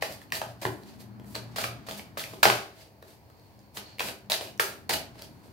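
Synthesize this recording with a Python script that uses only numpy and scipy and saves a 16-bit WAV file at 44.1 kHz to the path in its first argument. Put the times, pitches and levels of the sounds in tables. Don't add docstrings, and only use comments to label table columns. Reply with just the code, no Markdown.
import sys
import numpy as np
from scipy import signal
from scipy.fft import rfft, irfft
from scipy.io import wavfile
from scipy.ndimage import uniform_filter1d

SR = 44100
rng = np.random.default_rng(int(sys.argv[2]) if len(sys.argv) > 2 else 0)


def ratio_of_db(decibels):
    return 10 ** (np.asarray(decibels, float) / 20)


def master_out(mix):
    frames = np.transpose(np.atleast_2d(mix))
    ceiling = np.clip(frames, -1, 1)
    pcm = np.round(ceiling * 32767).astype(np.int16)
    wavfile.write(sys.argv[1], SR, pcm)


N = 243516

# pitch in Hz, width in Hz, level in dB.
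ROOM_MODES = [(118.7, 7.1, -21.5), (202.3, 21, 0.5), (298.5, 53, -6), (381.2, 8.9, -10), (513.5, 12, -16),
              (541, 9.6, -20.5), (643.5, 6, -16.5)]


def table(rows, hz):
    rows = np.array(rows, float)
    return np.interp(np.log(np.maximum(hz, 1)), np.log(rows[:, 0]), rows[:, 1])


def curve(rows):
    s, value = np.transpose(rows)
    return np.interp(np.arange(N) / SR, s, value)


def band(x, lo_hz, hi_hz):
    edges_hz = [lo_hz, min(hi_hz, 0.45 * SR)]
    y = signal.sosfilt(signal.butter(2, edges_hz, "band", fs=SR, output="sos"), x)
    return y / np.sqrt(np.mean(y ** 2))


def ring(x, hz, width_hz):
    return signal.lfilter(*signal.iirpeak(hz, hz / width_hz, fs=SR), x)


def diffuse(size):
    # frequency in Hz, likeness at the two ports from 0 to 1.
    likeness = [(60, 1), (290, 0.51), (700, 1), (1400, 0.19), (4000, 0), (15000, 0)]
    like = np.clip(table(likeness, np.fft.rfftfreq(size, 1 / SR)), 0, 1)
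    mid, side = rfft(rng.standard_normal((2, size)))
    mid = mid * np.sqrt((1 + like) / 2)
    side = side * np.sqrt((1 - like) / 2)
    return irfft(np.array([mid + side, mid - side]), size)


def walk(rate_hz):
    k = int(SR / rate_hz)
    steps = np.repeat(rng.standard_normal(N // k + 1), k)
    w = uniform_filter1d(steps, k)[:N]
    return w / w.std()


def swell(s, half_s, db):
    return ratio_of_db(db) * np.exp(-2 * ((np.arange(N) / SR - s) / half_s) ** 2)


def rumble():
    # time in seconds, level in dB.
    nearness = [(0, -43.5), (.3, -47), (.9, -46.5), (1.7, -39.5), (2.0, -45), (2.35, -44), (2.7, -64.5),
                (3.7, -56), (4.3, -52), (4.8, -47), (5.52, -44.5)]
    # start in seconds, level in dB.
    jolts = [
        (.06, -58),
        (.33, -43),
        (.68, -40.5),
        (2.47, -33.5),
        (4.039, -38),
        (4.91, -34.5),
    ]
    # middle in seconds, half length in seconds, level in dB.
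    swells = [
        [(.49, 0.11, -45.5), (.705, 0.048, -31.5), (1.15, 0.23, -45), (1.45, 0.17, -41.5), (1.71, 0.099, -40),
         (2.3, 0.21, -54), (2.53, 0.082, -37), (3.81, .08, -56), (4.55, 0.11, -58), (4.9, 0.12, -67),
         (5.25, 0.35, -57.5)],
        [(.1, .12, -58), (.32, 0.091, -58), (.82, 0.13, -52), (1.12, 0.31, -43), (1.45, 0.31, -50),
         (1.97, 0.087, -47), (2.2, 0.075, -49), (2.47, 0.038, -32.5), (3.81, .1, -55.5), (4.32, 0.058, -46),
         (4.6, 0.19, -53), (4.92, 0.092, -59)],
    ]
    rest_levels = -69.5, -63
    low, t = diffuse(N), np.arange(N) / SR
    near = ratio_of_db(curve(nearness))
    shake = 0
    for s, db in jolts:
        fade_db = 132.5 * np.maximum(t - s, 0)
        rise = np.clip(1 + (t - s) / 0.01, 0, 1)
        shake = shake + ratio_of_db(db - fade_db) * rise
    sing = []
    for rows, rest_db in zip(swells, rest_levels):
        sing.append(ratio_of_db(rest_db) + sum(swell(*row) for row in rows))
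    first_hz = ROOM_MODES[0][0] + 2.27 * walk(9)
    first = np.sin(2 * np.pi * np.cumsum(first_hz) / SR) * ratio_of_db(1.3 * walk(10))
    second = ring(low, ROOM_MODES[1][0], 2.56)
    third = ring(diffuse(N), ROOM_MODES[2][0], 24.0)
    broad = ratio_of_db(-6.0) * (near + shake) * band(low, 72, 290)
    broad = broad + ratio_of_db(-15) * near * band(low, 330, 1100)
    notes = sing[0] * first + ratio_of_db(-5.0) * sing[1] * second / second.std()
    return broad + notes + ratio_of_db(-66) * third / third.std()


def air():
    # frequency in Hz, level in dB per Hz.
    hiss_colour = [(18, -48), (30, -15), (109, 5), (204, -12.5), (259, -10), (937, -10), (1350, -23),
                   (2230, -22), (3670, -30), (4650, -26), (7670, -32.5), (12300, -29.5), (16000, -26.5)]
    hiss = irfft(rfft(diffuse(N)) * ratio_of_db(table(hiss_colour, np.fft.rfftfreq(N, 1 / SR))), N)
    return ratio_of_db(-56 + 0.71 * walk(0.72)) * hiss / hiss.std()


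def thumb():
    # time in seconds, level in dB.
    strength = [(0, -74.5), (3.2, -83), (3.4, -73.5), (3.8, -76.5), (3.87, -57), (3.97, -63), (4.0, -81),
                (5.3, -73), (5.52, -80)]
    return ratio_of_db(curve(strength) + 1.5 * walk(35)) * band(diffuse(N), 4200, 4520)


def slide():
    # start in seconds, level in dB, hold in seconds, fade in dB per second, hiss in dB.
    strokes = [(.01, -46, .01, 400, -12), (0.021, -38, 0.023, 120, -2), (0.325, -37, .01, 300, -1.5),
               (0.413, -44, 0.011, 144, -2), (0.615, -43.5, 0.022, 400, 0), (0.648, -51.5, 0.025, 142, 10),
               (1.347, -39.5, 0.008, 230, -22), (1.56, -36, .025, 300, -3), (1.584, -36.5, 0.055, 398, -4),
               (1.636, -39.5, 0.0052, 257, 0), (1.866, -50.5, 0.017, 400, -2),
               (1.887, -40.5, 0.039, 166.5, -1.5), (2.176, -35, 0.023, 213.5, 0),
               (2.429, -20.5, 0.0067, 404.5, -3), (2.46, -24.5, 0.052, 136, -6.5),
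               (3.02, -60.5, .005, 404.5, -8), (3.768, -39, 0.0079, 220, -10), (3.993, -34, .07, 223, 0.5),
               (4.299, -29, 0.018, 400, -2.5), (4.321, -29, 0.011, 330, -3.5),
               (4.415, -44.5, 0.05, 243, -0.5), (4.596, -30.5, 0.017, 152, 2), (4.893, -30, 0.036, 210, -2),
               (5.216, -56, 0.0079, 157, 2)]
    # middle in seconds, level in dB, half length in seconds, hiss in dB.
    brushes = [(0.126, -49.5, 0.023, 8.5), (0.359, -38.5, 0.035, 3), (0.228, -59, 0.019, 4),
               (0.616, -61, 0.032, -2), (0.894, -56, 0.11, -5), (1.012, -53, 0.025, 3),
               (1.34, -57.5, 0.11, 8), (1.53, -59, .08, -8), (1.84, -60, 0.3, -15), (1.983, -55, 0.019, 13),
               (2.323, -52.5, 0.15, 0.5), (2.808, -53, .08, -3.5), (3.104, -57, 0.071, 1.5),
               (3.457, -68, .3, -4), (3.77, -46, .03, 7), (3.913, -56, 0.094, -18),
               (5.199, -52.5, 0.068, -6), (5.46, -63.5, 0.18, -0.5)]
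    stroke_body_db, brush_body_db = -6.5, -3
    t, speed = np.arange(N) / SR, np.zeros((3, N))
    for s, db, hold, fade_db, hiss_db in strokes:
        since = np.maximum(t - s, 0)
        bite_db = 7.5 * np.exp(-since / 0.0053)
        sag_db = 31.5 * since
        fall_db = bite_db - sag_db - fade_db * np.maximum(since - hold, 0)
        pick_up = np.clip(0.51 + since / 0.013, 0, 1)
        shape = (t >= s) * ratio_of_db(db + fall_db) * pick_up
        speed += np.outer(ratio_of_db(np.array([0, stroke_body_db, hiss_db])), shape)
    for s, db, half_s, hiss_db in brushes:
        speed += np.outer(ratio_of_db(np.array([0, brush_body_db, hiss_db])), swell(s, half_s, db))
    catch = (rng.random(N) < 900 / SR) * rng.standard_normal(N)
    rub = rng.standard_normal(N) + 3 * catch + 2.2 * diffuse(N)
    grit = ratio_of_db(2.2 * walk(90)) * rub
    face, body, hiss = speed
    body_sound = 0.82 * band(grit, 442, 950) + 0.35 * band(grit, 560, 720)
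    sound = face * band(grit, 1300, 5070) - body * body_sound - hiss * band(grit, 6570, 15600)
    return ratio_of_db(-4.0) * sound


def slaps():
    # time in seconds, peak in dB, ring in Hz, thud in dB.
    flat = [(.0238, -18.5, 2140, -2), (.6313, -33.5, 2320, 2.5), (.6522, -22.5, 1540, 9),
            (.666, -30.5, 3400, -2), (1.562, -41, 2560, 14), (1.584, -19.5, 1470, -4.5),
            (1.6405, -20, 1460, -10), (1.8852, -31.5, 1410, 0.5), (1.9114, -28, 3550, -3),
            (1.9949, -30.5, 2320, -3.5), (2.172, -27, 1400, -1), (2.4541, -5, 1530, -0.5),
            (2.459, -14, 1420, -2), (2.5, -9.5, 1400, -20), (3.7717, -25.5, 4050, -3.5),
            (3.9954, -18, 2720, -13), (4.0055, -23.5, 1430, 3), (4.0856, -27, 1810, -4),
            (4.096, -36, 2200, -1), (4.3188, -13.5, 4100, -12.5), (4.4099, -27, 2900, .5),
            (4.597, -10.5, 1780, -9), (4.599, -14.5, 1140, -9), (4.8953, -16.5, 2180, -4.5),
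            (4.9079, -19.5, 2460, -7.5)]
    edgewise = [(0.3217, -17, 2210, -7.5), (0.3527, -24, 4150, -19), (0.416, -23, 2320, 5),
                (1.353, -23.5, 4460, -3), (2.1942, -26.5, 3150, -18), (2.2386, -27.5, 2440, -18),
                (2.4309, -6, 1510, -10.5), (4.004, -22.5, 2870, -3), (4.2994, -22.5, 4250, -5),
                (4.332, -22, 4310, -35)]
    taps = [(1.3623, -31, 2970, -0.5), (0.124, -36, 4470, -27), (0.2162, -42, 1540, -19),
            (0.303, -47.5, 2920, -25), (.62, -37, 2200, 4), (0.8347, -45, 4700, -1),
            (1.0041, -46.5, 4800, 2), (1.1975, -47.5, 2750, 3), (1.245, -52, 1320, 3),
            (1.2835, -64, 2700, -6), (2.335, -45.5, 1100, 10), (2.3427, -39, 3230, -6),
            (3.0257, -42.5, 1500, -0.5), (3.0686, -59, 1233, -4), (3.3002, -49.5, 1260, -7.5),
            (3.3965, -52.5, 4770, -1.5), (3.5919, -50.5, 6000, -10), (3.984, -36, 2470, -8),
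            (4.4732, -36.5, 3030, -14), (4.577, -41, 7500, -22), (5.1555, -48, 2400, -2),
            (5.182, -46, 1460, -13), (5.221, -34, 4270, -8), (5.4579, -54, 4340, 9)]
    # thud in Hz, edge tick in dB.
    contact = [
        (640, -14.5),
        (920, -7.5),
        (415, -4),
    ]
    blows = []
    for rows, kind in zip((flat, edgewise, taps), contact):
        blows += [(*row, *kind) for row in rows]
    size = 2048
    out, t = np.zeros(N + size), np.arange(size) / SR
    noise = rng.standard_normal((len(blows), 3, size))
    noise[:, :, 30] = 6., 7., 4.
    for (s, db, hz, thud_db, thud_hz, edge_db), chatter in zip(blows, noise):
        contact_s = 0.0018 * np.sqrt(2500 / hz)
        a, b, c = chatter * np.minimum(t / 0.001, 1) * np.exp(-t / contact_s)
        flex = 0.62 * band(a, hz / 2.0, hz * 2.19) + 0.98 * band(a, hz / 1.32, hz * 1.187)
        thud = band(b, thud_hz / 1.4, thud_hz * 1.85)
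        edge = band(c, 5500, 17000)
        flex, thud, edge = (p / np.abs(p).max() for p in (flex, thud, edge))
        i = max(int(s * SR) - 15, 0)
        out[i:i + size] += ratio_of_db(db + 4.0) * (flex + ratio_of_db(thud_db) * thud + ratio_of_db(edge_db) * edge)
    return out[:N]


def table_thump():
    # time in seconds, level in dB.
    thumps = [
        (0.653, -27),
        (0.667, -58),
        (2.456, -32),
        (4.601, -61),
    ]
    # pitch in Hz, level in dB, seconds to fade by 60 dB.
    table_notes = [(121.6, 1, 0.18), (217, -9.5, 0.14), (304, -6.5, 0.061), (369, 3, 0.16),
                   (458.4, -2, 0.084)]
    out = 0
    for s, db in thumps:
        t = np.maximum(np.arange(N) / SR - s, 0)
        hum = 0
        for hz, note_db, t60 in table_notes:
            hum = hum + ratio_of_db(note_db) * 1000 ** (-t / t60) * np.sin(2 * np.pi * hz * t)
        out = out + ratio_of_db(db) * np.minimum(t / 0.0077, 1) * hum
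    return out


def room(x):
    # delay in ms, level in dB.
    echoes = [(6.5, -18), (8.8, -18), (12.4, -20), (17.5, -25.5), (23, -20)]
    # frequency in Hz, seconds to fade by 60 dB.
    fade_times = [(100, 0.55), (500, 0.46), (3000, 0.36), (14000, 0.24)]
    size = SR // 2
    t, tail = np.arange(size) / SR, 0
    for hz in 90 * 2. ** np.arange(8):
        fade = 1000 ** (-t / table(fade_times, hz))
        tail = tail + band(diffuse(size), hz / 1.42, hz * 1.275) * (hz / 8000) ** 0.78 * fade
    tail = tail + sum(ratio_of_db(db + 21) * ring(tail, hz, width) for hz, width, db in ROOM_MODES)
    response = ratio_of_db(-37.0) * tail * np.clip((t - 0.005) / 0.0063, 0, 1)
    response[:, 0] += 1
    for (ms, db), skew in zip(echoes, rng.uniform(-19, 7.3, len(echoes))):
        delay = ms * SR / 1000
        response[[0, 1], [int(delay + skew), int(delay - skew)]] += ratio_of_db(db + 5.0)
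    return signal.fftconvolve(x, response, axes=1)[:, :N]


def scene():
    return room(slaps() + slide()) + thumb() + table_thump() + rumble() + air()


def top_cut(x):
    return signal.sosfilt(signal.butter(12, 17080, fs=SR, output="sos"), x)


def record(dry):
    # frequency in Hz, level in dB.
    mic_colour = [(25, -19), (55, -2), (300, -2), (700, -2.5), (1250, -3), (1600, -1), (2400, -1.5),
                  (3400, -2.5), (4500, 1.5), (5600, -2.5), (9000, -3.5), (13000, -1.5), (15700, -0.5),
                  (17100, -45)]
    hz = np.fft.rfftfreq(N, 1 / SR)
    cavity = 1 - (hz / 1400) ** 2 + 1j * hz / 3100
    turn = np.conj(cavity) / cavity
    left = ratio_of_db(2.0 - 5.2 * np.sqrt(hz / 12000)) + 0j
    right = ratio_of_db(-0.21) * turn
    heard = irfft(rfft(dry) * ratio_of_db(table(mic_colour, hz)) * np.array([left, right]), N)
    return top_cut(np.clip(heard, -0.98, 0.98))


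dry = scene()
out = record(dry)
master_out(out)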